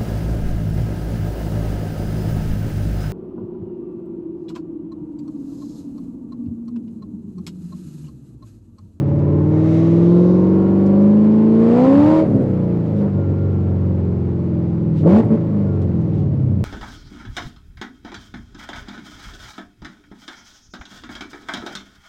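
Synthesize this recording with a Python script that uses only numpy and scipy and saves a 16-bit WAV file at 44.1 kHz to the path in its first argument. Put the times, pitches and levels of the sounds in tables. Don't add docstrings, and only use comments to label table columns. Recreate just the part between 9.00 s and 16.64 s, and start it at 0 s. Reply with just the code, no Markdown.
import sys
import numpy as np
from scipy import signal
from scipy.io import wavfile
from scipy.ndimage import uniform_filter1d, minimum_filter1d

SR = 44100
rng = np.random.default_rng(int(sys.argv[2]) if len(sys.argv) > 2 else 0)


def output_pcm(signal):
    pcm = np.clip(np.atleast_2d(signal).T, -1, 1) * 32767
    wavfile.write(sys.argv[1], SR, np.round(pcm).astype(np.int16))


N = 336968
TIME = np.arange(N) / SR
CRUISE_HZ, FIRM_THROTTLE, CYLINDER_COUNT = 190, .65, 8


def amp(db):
    return 10 ** (np.asarray(db) / 20)


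def unit(x):
    return x / np.sqrt(np.mean(abs(x) ** 2) + 1e-20)


def drift(t, rate_hz):
    knots = signal.resample_poly(rng.standard_normal(1024), 8, 1)
    return unit(np.interp(t * rate_hz, np.linspace(0, 1024, len(knots)), knots))


def curves(rows, at):
    axis, *columns = np.transpose(rows)
    return [np.interp(at, axis, column) for column in columns]


def spectrum(points, hz):
    f, db = np.transpose(points)
    return np.interp(np.log(hz + 1), np.log(f + 1), db)


def modes_db(modes, hz):
    return sum(db * np.exp(-.5 * ((hz - centre) / width) ** 2) for centre, width, db in modes)


def colour(x, db_at, size=16384):
    hz = abs(np.fft.fftfreq(size, 1 / SR))
    log_gain = np.log(amp(np.maximum(db_at(hz), -100)))
    response = np.fft.ifft(np.exp(np.conj(signal.hilbert(log_gain)))).real
    return signal.oaconvolve(x, response[:size // 2])[:len(x)]


def shaped(x, points):
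    return colour(x, lambda hz: spectrum(points, hz))


def band_noise(n, hz, width_hz):
    turn = np.exp(2j * np.pi * np.cumsum(hz * np.ones(n)) / SR)
    pole = np.exp(-np.pi * width_hz / SR)
    x = rng.standard_normal(n)
    for _ in range(2):
        x = (turn * signal.lfilter([1 - pole], [1, -pole], x / turn)).real
    return unit(x)


def bursts(events, width_hz, t60_s):
    out = np.zeros(N)
    for start_s, db, hz in events:
        part = out[round(start_s * SR):][:SR // 8]
        decay = np.exp(-np.log(1000) * TIME[:len(part)] / t60_s)
        part += amp(db) * decay * band_noise(len(part), hz, width_hz)
    return out


LAW_THROTTLES = [0, .25, .65, 1]

def level_db(law, firing_hz, throttle):
    *levels_db, shut_slope, open_slope = law
    slope = shut_slope + (open_slope - shut_slope) * throttle
    return np.interp(throttle, LAW_THROTTLES, levels_db) + slope * np.log2(firing_hz / CRUISE_HZ)


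# frequency in Hz, relative level in dB.
ROAD_SPECTRUM = [(12, -11.5), (25, 7), (45, 8.5), (70, 7.5), (150, 3.5), (400, -19.5), (1000, -51)]

def road(firing_hz, rumble_db=-42, lumpy_db=.1, shake_db_per_octave=5):
    db = rumble_db + shake_db_per_octave * np.log2(firing_hz / CRUISE_HZ) + lumpy_db * drift(TIME, 7)
    return amp(db) * unit(shaped(rng.standard_normal(N), ROAD_SPECTRUM))


# middle in seconds, half length in seconds, level in dB.
CABIN_SWISHES = [(3.879, .035, -61), (3.996, 0.047, -58.5), (5.992, 0.041, -53), (7.181, 0.058, -60)]

def swishes():
    gain = sum(amp(db) * np.exp(-((TIME - mid_s) / half_s) ** 2) for mid_s, half_s, db in CABIN_SWISHES)
    return gain * band_noise(N, hz=2800, width_hz=3200)


# start in seconds, level in dB, centre in Hz.
TRIM_CLICKS = [(.19, -60, 4000), (1.862, -52.5, 5000), (2.019, -56.5, 5500), (6.817, -51, 2800),
               (7.013, -59, 3500)]

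def trim():
    return bursts(TRIM_CLICKS, width_hz=4500, t60_s=.092)


# time in seconds, centre in Hz, level in dB.
INTAKE_SWEEP = [(.38, 1303, -62.5), (.75, 1504, -44.5), (1.0, 2500, -52), (1.3, 3880, -56.5),
                (1.7, 4250, -76.5)]
# resonance in Hz, width in Hz, gain in dB.
DUCT_MODES = [(1850, 60, 4), (2120, 82, 6), (3830, 150, 4), (6060, 1100, 5.5)]

def intake():
    centre_hz, db = curves(INTAKE_SWEEP, TIME)
    rush = band_noise(N, centre_hz, width_hz=2600)
    return amp(db) * unit(colour(rush, lambda hz: modes_db(DUCT_MODES, hz)))


def blower(cycles, order=58.7, resonance_hz=1397, width_hz=34, whine_db=-53, spurts_db=1):
    whine_hz = order * np.gradient(cycles) * SR
    detuning = (whine_hz - resonance_hz) / width_hz
    gain = amp(whine_db + spurts_db * drift(TIME, 15)) / np.sqrt(1 + detuning ** 4)
    return np.sqrt(2) * gain * np.sin(2 * np.pi * order * cycles + .5 * drift(TIME, 30))


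# start in seconds, level before filtering in dB.
THUDS = [(3.221, -17), (3.877, -29.5), (3.92, -22), (4.062, -20), (4.188, -24)]

def thumps(centre_hz=400):
    thuds = bursts([(start_s, db, centre_hz) for start_s, db in THUDS], width_hz=260, t60_s=.099)
    return shaped(thuds, [(70, -22), (150, -.5), (600, 1), (1500, -14.5)])


def gas_puffs(firings, depth=.22, uneven_db=1.5):
    size = amp(uneven_db * rng.standard_normal(4096))[firings.astype(int)]
    return size * (1 + depth * np.cos(2 * np.pi * (firings - .5)))


# frequency in Hz, relative level in dB.
SPUTTER_SPECTRUM = [(50, -27), (75, -15.5), (95, 10.5), (140, 4.5), (210, 5.5), (260, 5), (330, -0.5),
                    (450, -4.5), (570, -9), (700, -13.5), (1000, -61)]

def sputter(puffs, firing_hz, throttle, cruise_db=-39.5, db_per_octave=8.5, unsettled_db=17.5,
            knee_octaves_per_s=.96, lag_s=.05, stumble_db=3):
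    octaves = np.log2(firing_hz / CRUISE_HZ)
    octaves_per_s = uniform_filter1d(abs(np.gradient(octaves)) * SR, size=6000)
    change = np.interp(TIME - lag_s, TIME, octaves_per_s) / knee_octaves_per_s
    db = cruise_db + db_per_octave * octaves + unsettled_db * np.tanh(change ** 2)
    stumble = amp(stumble_db * (1 - throttle) * drift(TIME, 35))
    return amp(db) * unit(shaped(rng.standard_normal(N) * puffs * stumble, SPUTTER_SPECTRUM))


# frequency in Hz, relative level in dB.
ROAR_SPECTRUM = [(450, -20), (680, 0), (850, 2.5), (1100, -7.5), (1300, -6), (1600, -13), (1950, -14),
                 (2300, -19.5), (3000, -34), (5000, -57)]
HISS_SPECTRUM = [(1200, -21.5), (2200, 1.5), (2900, -2), (3500, -6), (4600, -8), (5800, -15.5), (7300, -17),
                 (8500, -24), (9800, -25.5), (11000, -37.5), (12500, -42.5)]
# four levels in dB, two slopes in dB/octave; see level_db.
ROAR_LEVEL_LAW = (-48, -39.5, -43, -30, 8.5, 1.5)
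HISS_LEVEL_LAW = (-61.5, -59.5, -55.5, -46, 5.5, 3)

def gas_flow(puffs, firing_hz, throttle, lag_s=.013):
    flow = np.interp(TIME - lag_s, TIME, uniform_filter1d(throttle, size=1900))
    roar = unit(shaped(rng.standard_normal(N) * puffs, ROAR_SPECTRUM))
    hiss = unit(shaped(rng.standard_normal(N) * (1.1 + puffs), HISS_SPECTRUM))
    roar_db = level_db(ROAR_LEVEL_LAW, firing_hz, flow)
    hiss_db = level_db(HISS_LEVEL_LAW, firing_hz, flow)
    return amp(roar_db) * roar + amp(hiss_db) * hiss


# multiple of the cycle rate, relative level in dB.
BARK_PARTIALS = [(22, -2.5), (24, 1), (27, -6), (30, -7.5), (32, -8.5)]
# frequency in Hz, cabin gain in dB.
BARK_RESPONSE = [(600, -0.5), (740, 1), (840, -5.5), (950, 1), (1100, 2), (1250, -15.5)]

def bark(cycles, throttle, open_db=-32.5, db_per_throttle=64.5, waver_db=3, jitter_rad=.65):
    orders = np.zeros(N)
    for order, db in BARK_PARTIALS:
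        gain = amp(db + waver_db * drift(TIME, 18))
        phase = jitter_rad * drift(TIME, 60) + 2 * np.pi * rng.random()
        orders += gain * np.cos(2 * np.pi * round(order) * cycles + phase)
    return np.sqrt(2) * amp(open_db - db_per_throttle * (1 - throttle)) * shaped(orders, BARK_RESPONSE)


# firing rate in Hz, coasting level in dB, level at firm throttle in dB.
FIRING_BOOM = [(120, -21, -14), (160, -19, -14), (174.4, -29, -9.5), (190.24, -33, -15.5), (205, -17, -10),
               (214, -32.5, -11), (245, -38.5, -17), (268, -24, -13), (290, -21, -12), (313, -29.5, -15.5)]
# frequency of the octave in Hz, level under load in dB.
OCTAVE_LEVELS = [(294, -27.5), (312, -17.5), (350, -16.5), (380, -27), (425, -33), (452, -20), (552, -16.5),
                 (590, -26)]

def firing_tone(firings, firing_hz, throttle, bite_throttle=.22, db_per_throttle=8, coast_waver_db=3,
                octave_coast_db=-18):
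    pulling = np.minimum(throttle / bite_throttle, 1)
    coast_db, firm_db = curves(FIRING_BOOM, firing_hz)
    coast_db += coast_waver_db * drift(TIME, 12)
    pull_db = firm_db + db_per_throttle * (throttle - FIRM_THROTTLE)
    tone_db = (1 - pulling) * coast_db + pulling * pull_db
    octave_db = spectrum(OCTAVE_LEVELS, 2 * firing_hz) + octave_coast_db * (1 - pulling)
    tone = amp(tone_db) * (1 + .03 * drift(TIME, 40)) * np.cos(2 * np.pi * firings)
    octave = amp(octave_db) * (1 + .093 * drift(TIME, 40)) * np.sin(4 * np.pi * firings)
    return np.sqrt(2) * (tone + octave)


def driveline_shunt(clutch_s=4.04, rock_hz=7.4, depth_db=4, decay_s=.22):
    t = np.maximum(TIME - clutch_s, 0)
    envelope = np.minimum(2 * rock_hz * t, 1) * np.exp(-t / decay_s)
    return amp(depth_db * envelope * np.cos(2 * np.pi * rock_hz * t))


# frequency in Hz, gain in dB.
CABIN_SLOPE = [(50, -5.5), (78, -7), (92, 8.5), (125, 3.5), (175, 6), (250, 1), (320, 1.5), (400, -2.5),
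               (560, -9.5), (680, -27.5), (850, -24), (1120, -23.5), (1300, -38.5), (1800, -40.5)]
# centre in Hz, width in Hz, gain in dB.
CABIN_RESONANCES = [(91.4, 8.2, 5), (114, 3.4, 1.5), (183, 42, 4), (195.2, 2.1, -3), (210.9, 11, 6.5),
                    (225.3, 14, -4), (300, 4, 2), (340, 32, 2.5), (371.1, 10, -9.5), (443, 19, 1.5),
                    (508, 17, -3.5), (557.5, 32, 4.5), (637.6, 20, 9), (743.5, 12, 8.5)]

def cabin_db(hz, soak_hz=1900):
    soak_db = -10 * np.log10(1 + (hz / soak_hz) ** 10)
    return spectrum(CABIN_SLOPE, hz) + soak_db + modes_db(CABIN_RESONANCES, hz)


# multiple of the cycle rate, relative dB coasting, at half load, at full load.
EXHAUST_ORDERS = [(3, -4.5, -6, -16), (4, 7.5, -12.5, -3.5), (5, 0.5, 4, -7), (6, 6, 3.5, -0.5),
                  (7, 0.5, -10, -8), (9, -2.5, -11.5, -0.5), (10, 1, -3.5, -3), (11, -6, -0.5, 1),
                  (12, 0.5, -3, 2.5), (13, -7, 4, -7), (14, -0.5, 1.5, 10.5), (15, -2, -7.5, 0),
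                  (17, 0.5, -4.5, -2.5), (18, -1, 2, -0.5), (19, -1.5, 3, -4.5), (20, -6.5, 0, 4),
                  (21, -2, -2.5, -0.5), (22, -1, 1.5, 4), (23, 0, 2.5, 0), (24, -6.5, 1.5, 5.5)]
# one cylinder's pulse in dB, in firing order.
CYLINDER_PULSES_DB = [-0.5, -5, 0, -5, -3.5, 0, -5.5, -1]
# four levels in dB, two slopes in dB/octave.
BURBLE_LEVEL_LAW = (-37.5, -36.5, -34.5, -35.5, 2, 8.5)
RASP_LEVEL_LAW = (-39, -30.5, -31.5, -28, 13.5, -8)

def exhaust(cycles, firing_hz, throttle, top_order=72, snarl_db=5, between_db=-2, fading_db=3.5,
            coast_dull_db=4, scatter_rad=.008, smear_rad=.14, flutter_hz=12, decimation=6):
    t, cycles, firing_hz, throttle = (x[::decimation] for x in (TIME, cycles, firing_hz, throttle))
    burble_db = level_db(BURBLE_LEVEL_LAW, firing_hz, throttle)
    rasp_db = level_db(RASP_LEVEL_LAW, firing_hz, throttle)
    load = np.minimum(throttle / FIRM_THROTTLE, 1)
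    roughness = .0065 + .016 * (1 - load) + .055 * np.maximum(throttle - FIRM_THROTTLE, 0)
    pulse_phases = np.angle(np.fft.fft(amp(CYLINDER_PULSES_DB)))
    listed_db = {round(order): row for order, *row in EXHAUST_ORDERS}
    out = np.zeros(len(t))
    for order in range(3, top_order + 1):
        if order in (8, 16):
            continue
        hz = order * firing_hz / CYLINDER_COUNT
        loaded_db = snarl_db if order % CYLINDER_COUNT in (0, 6) else between_db
        db = np.interp(load, [0, .5, 1], listed_db.get(order, (-3, loaded_db, loaded_db)))
        rasp_share = np.interp(np.log(hz), np.log([200, 500]), [0, 1])
        db += burble_db + rasp_share * (rasp_db - burble_db + fading_db * drift(t, 4))
        db -= coast_dull_db * (1 - load) * np.interp(hz, [600, 1000], [0, 1])
        phase = pulse_phases[order % CYLINDER_COUNT] + scatter_rad * order ** 2 * rng.standard_normal()
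        phase -= smear_rad * order ** 2
        depth = order * roughness
        wander = drift(t, flutter_hz) + 1j * drift(t, flutter_hz)
        flutter = (1 + depth * wander) / np.sqrt(1 + depth ** 2)
        out += np.sqrt(2) * amp(db) * (flutter * np.exp(1j * (2 * np.pi * order * cycles + phase))).real
    return colour(signal.resample_poly(out, decimation, 1)[:N], cabin_db)


# time in seconds, throttle 0-1.
FIRST_GEAR_PULL = [(0, 0.18), (.85, 0.29), (1.55, 0.61), (2.5, .66), (2.77, 1), (2.95, 0.95), (3.09, 1),
                   (3.2, 0.96), (3.255, 0.05)]
# start in seconds, time until release in seconds, added throttle 0-1.
PEDAL_STABS = [(3.98, 0.074, 0.13), (6.026, .174, 0.95), (6.294, .046, .72)]

def pedal(down_s=.032, up_s=.022):
    throttle = curves(FIRST_GEAR_PULL, TIME)[0]
    for start_s, held_s, opening in PEDAL_STABS:
        rise = (TIME - start_s) / down_s
        fall = 1 - (TIME - start_s - held_s) / up_s
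        throttle += opening * np.clip(np.minimum(rise, fall), 0, 1)
    return np.clip(throttle, 0, 1)


# time in seconds, firing rate in Hz.
ENGINE_SPEED = [(0, 139.2), (1.0, 169.4), (1.45, 185.2), (1.9, 196.5), (2.16, 209.7), (2.6, 224.5),
                (2.72, 234.2), (3.12, 313.3), (3.23, 320), (3.35, 268), (3.5, 251.6), (4.0, 202),
                (4.3, 186.3), (4.4, 190.9), (4.6, 185.8), (5.8, 167.9), (6.045, 153), (6.19, 228.5),
                (6.25, 216.4), (6.36, 223.1), (7.05, 161), (7.64, 115.5)]

def scene():
    firing_hz, throttle = curves(ENGINE_SPEED, TIME)[0], pedal()
    firings = np.cumsum(firing_hz) / SR
    cycles = firings / CYLINDER_COUNT
    pipes = exhaust(cycles, firing_hz, throttle) + firing_tone(firings, firing_hz, throttle)
    pipes += bark(cycles, throttle)
    puffs = gas_puffs(firings)
    gas = sputter(puffs, firing_hz, throttle) + gas_flow(puffs, firing_hz, throttle)
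    engine = driveline_shunt() * pipes + gas + blower(cycles) + intake() + thumps()
    return (engine + trim() + swishes() + road(firing_hz))[None]


def record(dry):
    ceiling, hold_samples, cutoff_hz = .8, 441, 11600
    gain = ceiling / np.maximum(abs(dry[0]), ceiling)
    gain = uniform_filter1d(minimum_filter1d(gain, hold_samples), hold_samples)
    lowpass = signal.firwin(255, cutoff_hz, window=("kaiser", 9), fs=SR)
    return signal.oaconvolve(dry * gain, lowpass[None], "same")


dry = scene()
out = record(dry)
output_pcm(out)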